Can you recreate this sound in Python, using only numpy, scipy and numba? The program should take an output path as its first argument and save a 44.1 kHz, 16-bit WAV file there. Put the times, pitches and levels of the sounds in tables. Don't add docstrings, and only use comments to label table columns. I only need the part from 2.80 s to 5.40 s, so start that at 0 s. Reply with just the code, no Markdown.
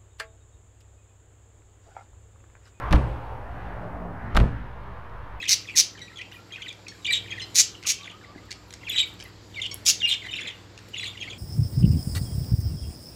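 import sys
import numpy as np
from scipy import signal
from scipy.io import wavfile
from scipy.ndimage import uniform_filter1d
from numba import njit

SR = 44100
rng = np.random.default_rng(int(sys.argv[2]) if len(sys.argv) > 2 else 0)


def boost(x):
    u = np.asarray(x, float) / 20
    return 10 ** u


def store_wav(level_fs):
    pcm = np.round(np.clip(np.atleast_2d(level_fs), -1, 1) * 32767)
    wavfile.write(sys.argv[1], SR, pcm.T.astype(np.int16))


N = 114660


def level(x, db):
    return boost(db) * x / np.sqrt(np.mean(x ** 2))


@njit
def moving_band(x, hz, share):
    y, band_state, low_state = np.empty(len(x)), 0., 0.
    for i in range(len(x)):
        g = np.tan(np.pi * hz[i] / SR)
        v = (band_state + g * (x[i] - low_state)) / (1 + g * (g + share))
        band_state = 2 * v - band_state
        low_state = low_state + 2 * g * v
        y[i] = share * v
    return y


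def band(x, hz, share):
    return moving_band(x, np.full(len(x), min(1. * hz, .44 * SR)), 1. * share)


def noise_band(hz, first_share, second_share):
    return band(band(rng.standard_normal(N), hz, first_share), hz, second_share)


def walk(rate):
    k = int(SR / rate)
    steps = np.repeat(rng.standard_normal(N // k + 1), k)
    return level(uniform_filter1d(uniform_filter1d(steps, k), k)[:N], 0)


def curve(table, col):
    return np.interp(np.arange(N) / SR, np.array(table)[:, 0], np.array(table)[:, col])


def opening_step():
    return .047 * np.exp(-np.arange(N) / (.001 * SR))


# (t/s, level/dB, roar centre f/Hz, edge near 1.7 kHz level/dB,
# top above 2.5 kHz level/dB)
ROAD_SHADING = [(0, -33.5, 1030, 6.5, 4.5), (.09, -33.5, 1027, 0.5, 8), (.3, -40, 800, 1.5, 10.5),
                (.5, -39, 880, -2, 7), (.65, -41.5, 740, 4, 5), (.85, -40.5, 783, 5, 9.5),
                (1.05, -38, 670, 0, 2), (1.25, -38, 674, -4, -6), (1.4, -42, 830, 9.5, -27),
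                (1.52, -41.5, 840, 7.5, 13.5), (1.75, -47, 850, 14.5, 13), (1.9, -44.5, 920, 4, 12),
                (2.2, -44, 1090, 3.5, 10), (2.6, -45, 980, 5, 12)]
# (f/Hz, level per Hz/dB)
ROAD_COLOUR = [(180, -36), (300, -0.5), (428, 1.5), (628, 2.5), (896, 1), (969, 1.5), (1780, -8),
               (2050, -15), (7000, -61), (9100, -80), (15400, -120)]


def road():
    hiss, colour = 0, np.array(ROAD_COLOUR)
    edge_db, top_db = curve(ROAD_SHADING, 3), curve(ROAD_SHADING, 4)
    for hz in 300 * 2 ** np.arange(0, 4.7, 1 / 4):
        db = np.interp(np.log(hz), np.log(colour[:, 0]), colour[:, 1])
        db = db + 10 * np.log10(hz)
        db = db + .8 * walk(18)
        db = db + edge_db * np.exp(-(np.log2(hz / 1700) / .4) ** 2)
        db = db + top_db * np.clip(np.log2(hz / 2000) * 2, 0, 1)
        hiss = hiss + level(noise_band(hz, .32, .32), db)
    roar_hz, roar_width = curve(ROAD_SHADING, 2), .35
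    roar = moving_band(rng.standard_normal(N), roar_hz, roar_width)
    roar = moving_band(roar, roar_hz, roar_width)
    return level(hiss, 0) + level(roar, -4)


# (delay t/ms, level/dB)
MIRRORS = [
    (8.2, -22.5),
    (16.9, -1),
    (27, -6.5),
]


def mirrored_road():
    direct, i = road(), np.arange(N)
    total = direct
    for ms, db in MIRRORS:
        delay = ms * SR / 1000 * (1 + .0095 * walk(2.125))
        total = total + boost(db) * np.interp(i - delay, i, direct)
    return level(total, 0) * boost(curve(ROAD_SHADING, 1))


# (t/s, level/dB, upper drone against the lower level/dB)
RUMBLE = [
    (0, -33, -4),
    (.3, -32, -21),
    (.46, -38.5, -5.5),
    (.9, -37, -3.5),
    (1.2, -35, 1.5),
    (1.4, -39.5, 5.5),
    (1.7, -28, -5),
    (1.95, -41.5, -2.5),
    (2.6, -40, -10.5),
]
# (f/Hz, width f/Hz, level/dB)
RUMBLE_PEAKS = [(48, 9.7, -2.5), (60.5, 10.6, -0.5), (108.8, 24.5, -1.5), (177.4, 7.1, -7),
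                (233, 32, -10.5), (282.6, 16.2, -12.5)]


def rumble():
    total, drone_db = 0, curve(RUMBLE, 2)
    for hz, width, db in RUMBLE_PEAKS:
        tone = level(noise_band(hz, width / hz, 2 * width / hz), db)
        total = total + tone * boost(walk(8.28) / 2 + (hz > 150) * drone_db)
    return level(total, 0) * boost(curve(RUMBLE, 1))


# (t/s, level/dB)
HISS = [
    (0, -70),
    (.5, -73),
    (1.5, -76),
    (1.9, -78),
    (2.6, -77),
]


def microphone_hiss():
    return level(band(rng.standard_normal(N), 5900, 4.7), curve(HISS, 1))


# (t/s, level/dB, push length t/ms, direction +-1)
SEAL_BLOWS = [(0.1075, -16.8, 4.8, -1), (0.1169, -21, 1.4, 1), (0.1234, -21.5, 1.4, 1), (0.13, -21, 1.4, 1),
              (0.1395, -5.2, 8.1, 1), (0.1483, -18.5, 1.4, -1), (0.1598, -21.5, 2.9, 1),
              (0.1641, -23.5, 4.8, -1), (0.1808, -25, 1.4, -1), (0.21, -35, 1.4, -1), (0.236, -27, 6.5, 1),
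              (1.5419, -11.8, 15, -1), (1.5547, -13.4, 12.2, 1), (1.5694, -23.6, 1.4, 1),
              (1.5784, -9.1, 8.7, 1), (1.5889, -10.2, 15, -1), (1.5996, -14.7, 4.6, 1),
              (1.6038, -23, 1.4, -1), (1.611, -8.9, 8.1, -1), (1.616, -17.3, 3.4, 1), (1.6213, -28, 1.4, 1),
              (1.6334, -23, 5.9, -1), (1.6387, -16, 4.8, 1), (1.6565, -29, 1.4, -1),
              (1.7223, -24.5, 5.1, 1)]
# (f/Hz, level/dB, time to fall 60 dB t/s)
SHELL_TONES = [(47, -20, .05), (61.1, -.9, .18), (78.4, -11.5, .2), (116.2, -14.9, .44), (126.4, -8.2, .3),
               (177.6, -1.9, .12), (223.8, -6, .23), (299, -10, .17), (511, -15, .15)]


def shell(ticks):
    t, force = np.arange(N) / SR, boost(-48.5) * ticks / 20
    for s, db, ms, sign in SEAL_BLOWS:
        push = np.sin(np.pi * np.clip((t - s) * 1000 / ms, 0, 1))
        force = force + sign * boost(db) * push / (ms * SR / 1600)
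    boom = 0
    for hz, db, t60 in SHELL_TONES:
        pole = np.exp(2j * np.pi * hz / SR - np.log(1000) / (t60 * SR))
        boom = boom + boost(db) * signal.lfilter([1], [1, -pole], force.astype(complex)).imag
    return boom


# (end t/s, length t/ms, door-skin knock level/dB,
# latch clink level/dB, bright splash level/dB)
CHATTER = [(0.1113, 2.5, -34, -41, -43), (0.117, 5, -35, -42, -52), (0.1255, 7, -34, -45, -52),
           (0.1284, 2.4, -30, -27, -29), (0.1328, 3, -25, -30, -38), (0.136, 3, -24, -32, -38),
           (0.1415, 5, -29, -39, -46), (0.15, 8, -29, -42, -50), (0.1555, 5, -33, -40, -47),
           (0.1595, 3, -33, -38, -42), (0.166, 6, -35, -39, -52), (1.551, 3, -32, -43, -41),
           (1.5587, 5.5, -30, -37, -47), (1.5655, 5, -33, -36, -46), (1.568, 2, -23, -27, -26),
           (1.5728, 2.8, -24, -25, -31), (1.5757, 2.8, -25, -26, -35), (1.5797, 2, -31, -34, -45),
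           (1.5875, 4.5, -36, -40, -50), (1.5915, 3, -32, -37, -48), (1.604, 6.5, -32, -33, -46),
           (1.61, 5.5, -32, -40, -53), (1.616, 3, -40, -46, -56)]
# (f/Hz, width f/Hz, level/dB)
DOOR_SKIN = [(300, 60, 1), (410, 32, 0), (511, 32, 8), (630, 100, 2), (760, 90, 1), (920, 140, -1),
             (1220, 200, 2), (1550, 300, -7)]
LATCH = [(2000, 500, 0), (2500, 600, 1), (3000, 700, -1)]
SPLASH = [(3600, 600, 10), (4300, 600, 9), (5400, 700, 0), (9300, 1500, -7), (12500, 4000, -20)]
# trim (level/dB), brightest contact (f/Hz),
# and how fast the seal grips the ring once contact ends (t/ms)
TRIM_DB = (0, -1, 0)
CONTACT_TOP_HZ = (1900, 3500, 13500)
CHOKE_MS = (4, .5, .4)


def chatter():
    out, u = np.zeros(N), np.arange(4096)
    for end, ms, *levels in CHATTER:
        n = int(ms * SR / 1000)
        start = int(end * SR) - n
        gate = np.clip(u / n, 0, 1) ** .7 * np.clip((n - u) / 6, 0, 1)
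        parts = zip((DOOR_SKIN, LATCH, SPLASH), levels, TRIM_DB, CONTACT_TOP_HZ, CHOKE_MS)
        for body, db, trim, top, choke in parts:
            grit = rng.standard_normal(512)
            contacts = np.resize(grit * np.abs(grit), 4096) * gate
            push = signal.sosfilt(signal.butter(4, top, fs=SR, output="sos"), contacts)
            ring = sum(boost(g) * band(push, hz, w / hz) * np.sqrt(hz / w) for hz, w, g in body)
            ring = ring * np.exp(-np.maximum(u - n, 0) * 1000 / (choke * SR))
            out[start:start + 4096] += ring * boost(db + trim) / np.sqrt(np.mean(ring[:n + 10] ** 2))
    return out


def yard(x):
    t = np.arange(SR) / SR
    tail = band(rng.standard_normal(SR), 2660, .43) * boost(-60 * t) * np.clip(t / .0073, 0, 1)
    return signal.fftconvolve(x, tail / np.sqrt(np.sum(tail ** 2)))[:N] * boost(-35.5)


# (t/s, peak level/dB, contact t/ms, direction +-1)
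KNOCKS = [(0.1313, -12.5, .5, 1), (0.1333, -13, .7, -1), (0.1344, -10, .6, -1), (0.1395, -16, .8, -1),
          (0.144, -13, .9, -1), (0.1467, -17, .9, -1), (0.1504, -18, .9, -1), (1.5545, -19, .6, -1),
          (1.556, -15, .7, -1), (1.5613, -17, .9, -1), (1.5714, -6, .35, 1), (1.5735, -4, .55, -1),
          (1.575, -10, .5, -1), (1.5787, -13, .7, -1), (1.5904, -17, .9, -1), (1.606, -17, 1, -1),
          (1.622, -16, 1.2, -1), (1.64, -20, 1.2, -1), (2.297, -44, .2, 1)]


def knocks():
    t, push = np.arange(N) / SR, 0
    for s, db, ms, sign in KNOCKS:
        v = np.clip((t - s) * 3000 / ms, -9, 9)
        push = push + sign * boost(db) * (1 - v ** 2 / 2) * np.exp(-v ** 2 / 2)
    return .9 * push + boost(-4) * band(push, 1200, .35)


# (start t/s, level/dB, time to fall 60 dB t/s)
SHUDDER = [
    (0.137, -27, 0.69),
    (1.575, -22.5, 0.4),
]
# (f/Hz, level/dB)
SHUDDER_BANDS = [(62, -2), (115, -2), (180, -9), (300, -5.5), (450, -6), (600, -9.5), (1000, -8),
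                 (2200, -19), (4000, -33), (8000, -36.5)]


def shudder():
    t, fade, shake = np.arange(N) / SR, 0, 0
    for s, db, t60 in SHUDDER:
        rise = np.clip((t - s) / .026, 0, 1)
        fade = fade + rise * boost(db - 60 * np.maximum(t - s, 0) / t60)
    for hz, db in SHUDDER_BANDS:
        shake = shake + level(noise_band(hz, .5, .8), db) * boost(1.5 * walk(30))
    return fade * shake


def scene():
    background = opening_step() + mirrored_road() + rumble()
    ticks, hits = chatter(), knocks()
    door = shell(ticks) + ticks + hits + shudder()
    return (background + door + yard(ticks + hits))[None]


def low_pass(x):
    return signal.sosfilt(signal.butter(12, 15830, fs=SR, output="sos"), x)


def record(dry):
    clip_top, offset = 1.6, .0062
    x = clip_top * np.tanh((dry + microphone_hiss()) / clip_top) + offset
    cut = signal.ellip(12, .3, 75, 15720, fs=SR, output="sos")
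    first = x[:, :1]
    return low_pass(signal.sosfilt(cut, x - first) + first)


dry = scene()
out = record(dry)
store_wav(out)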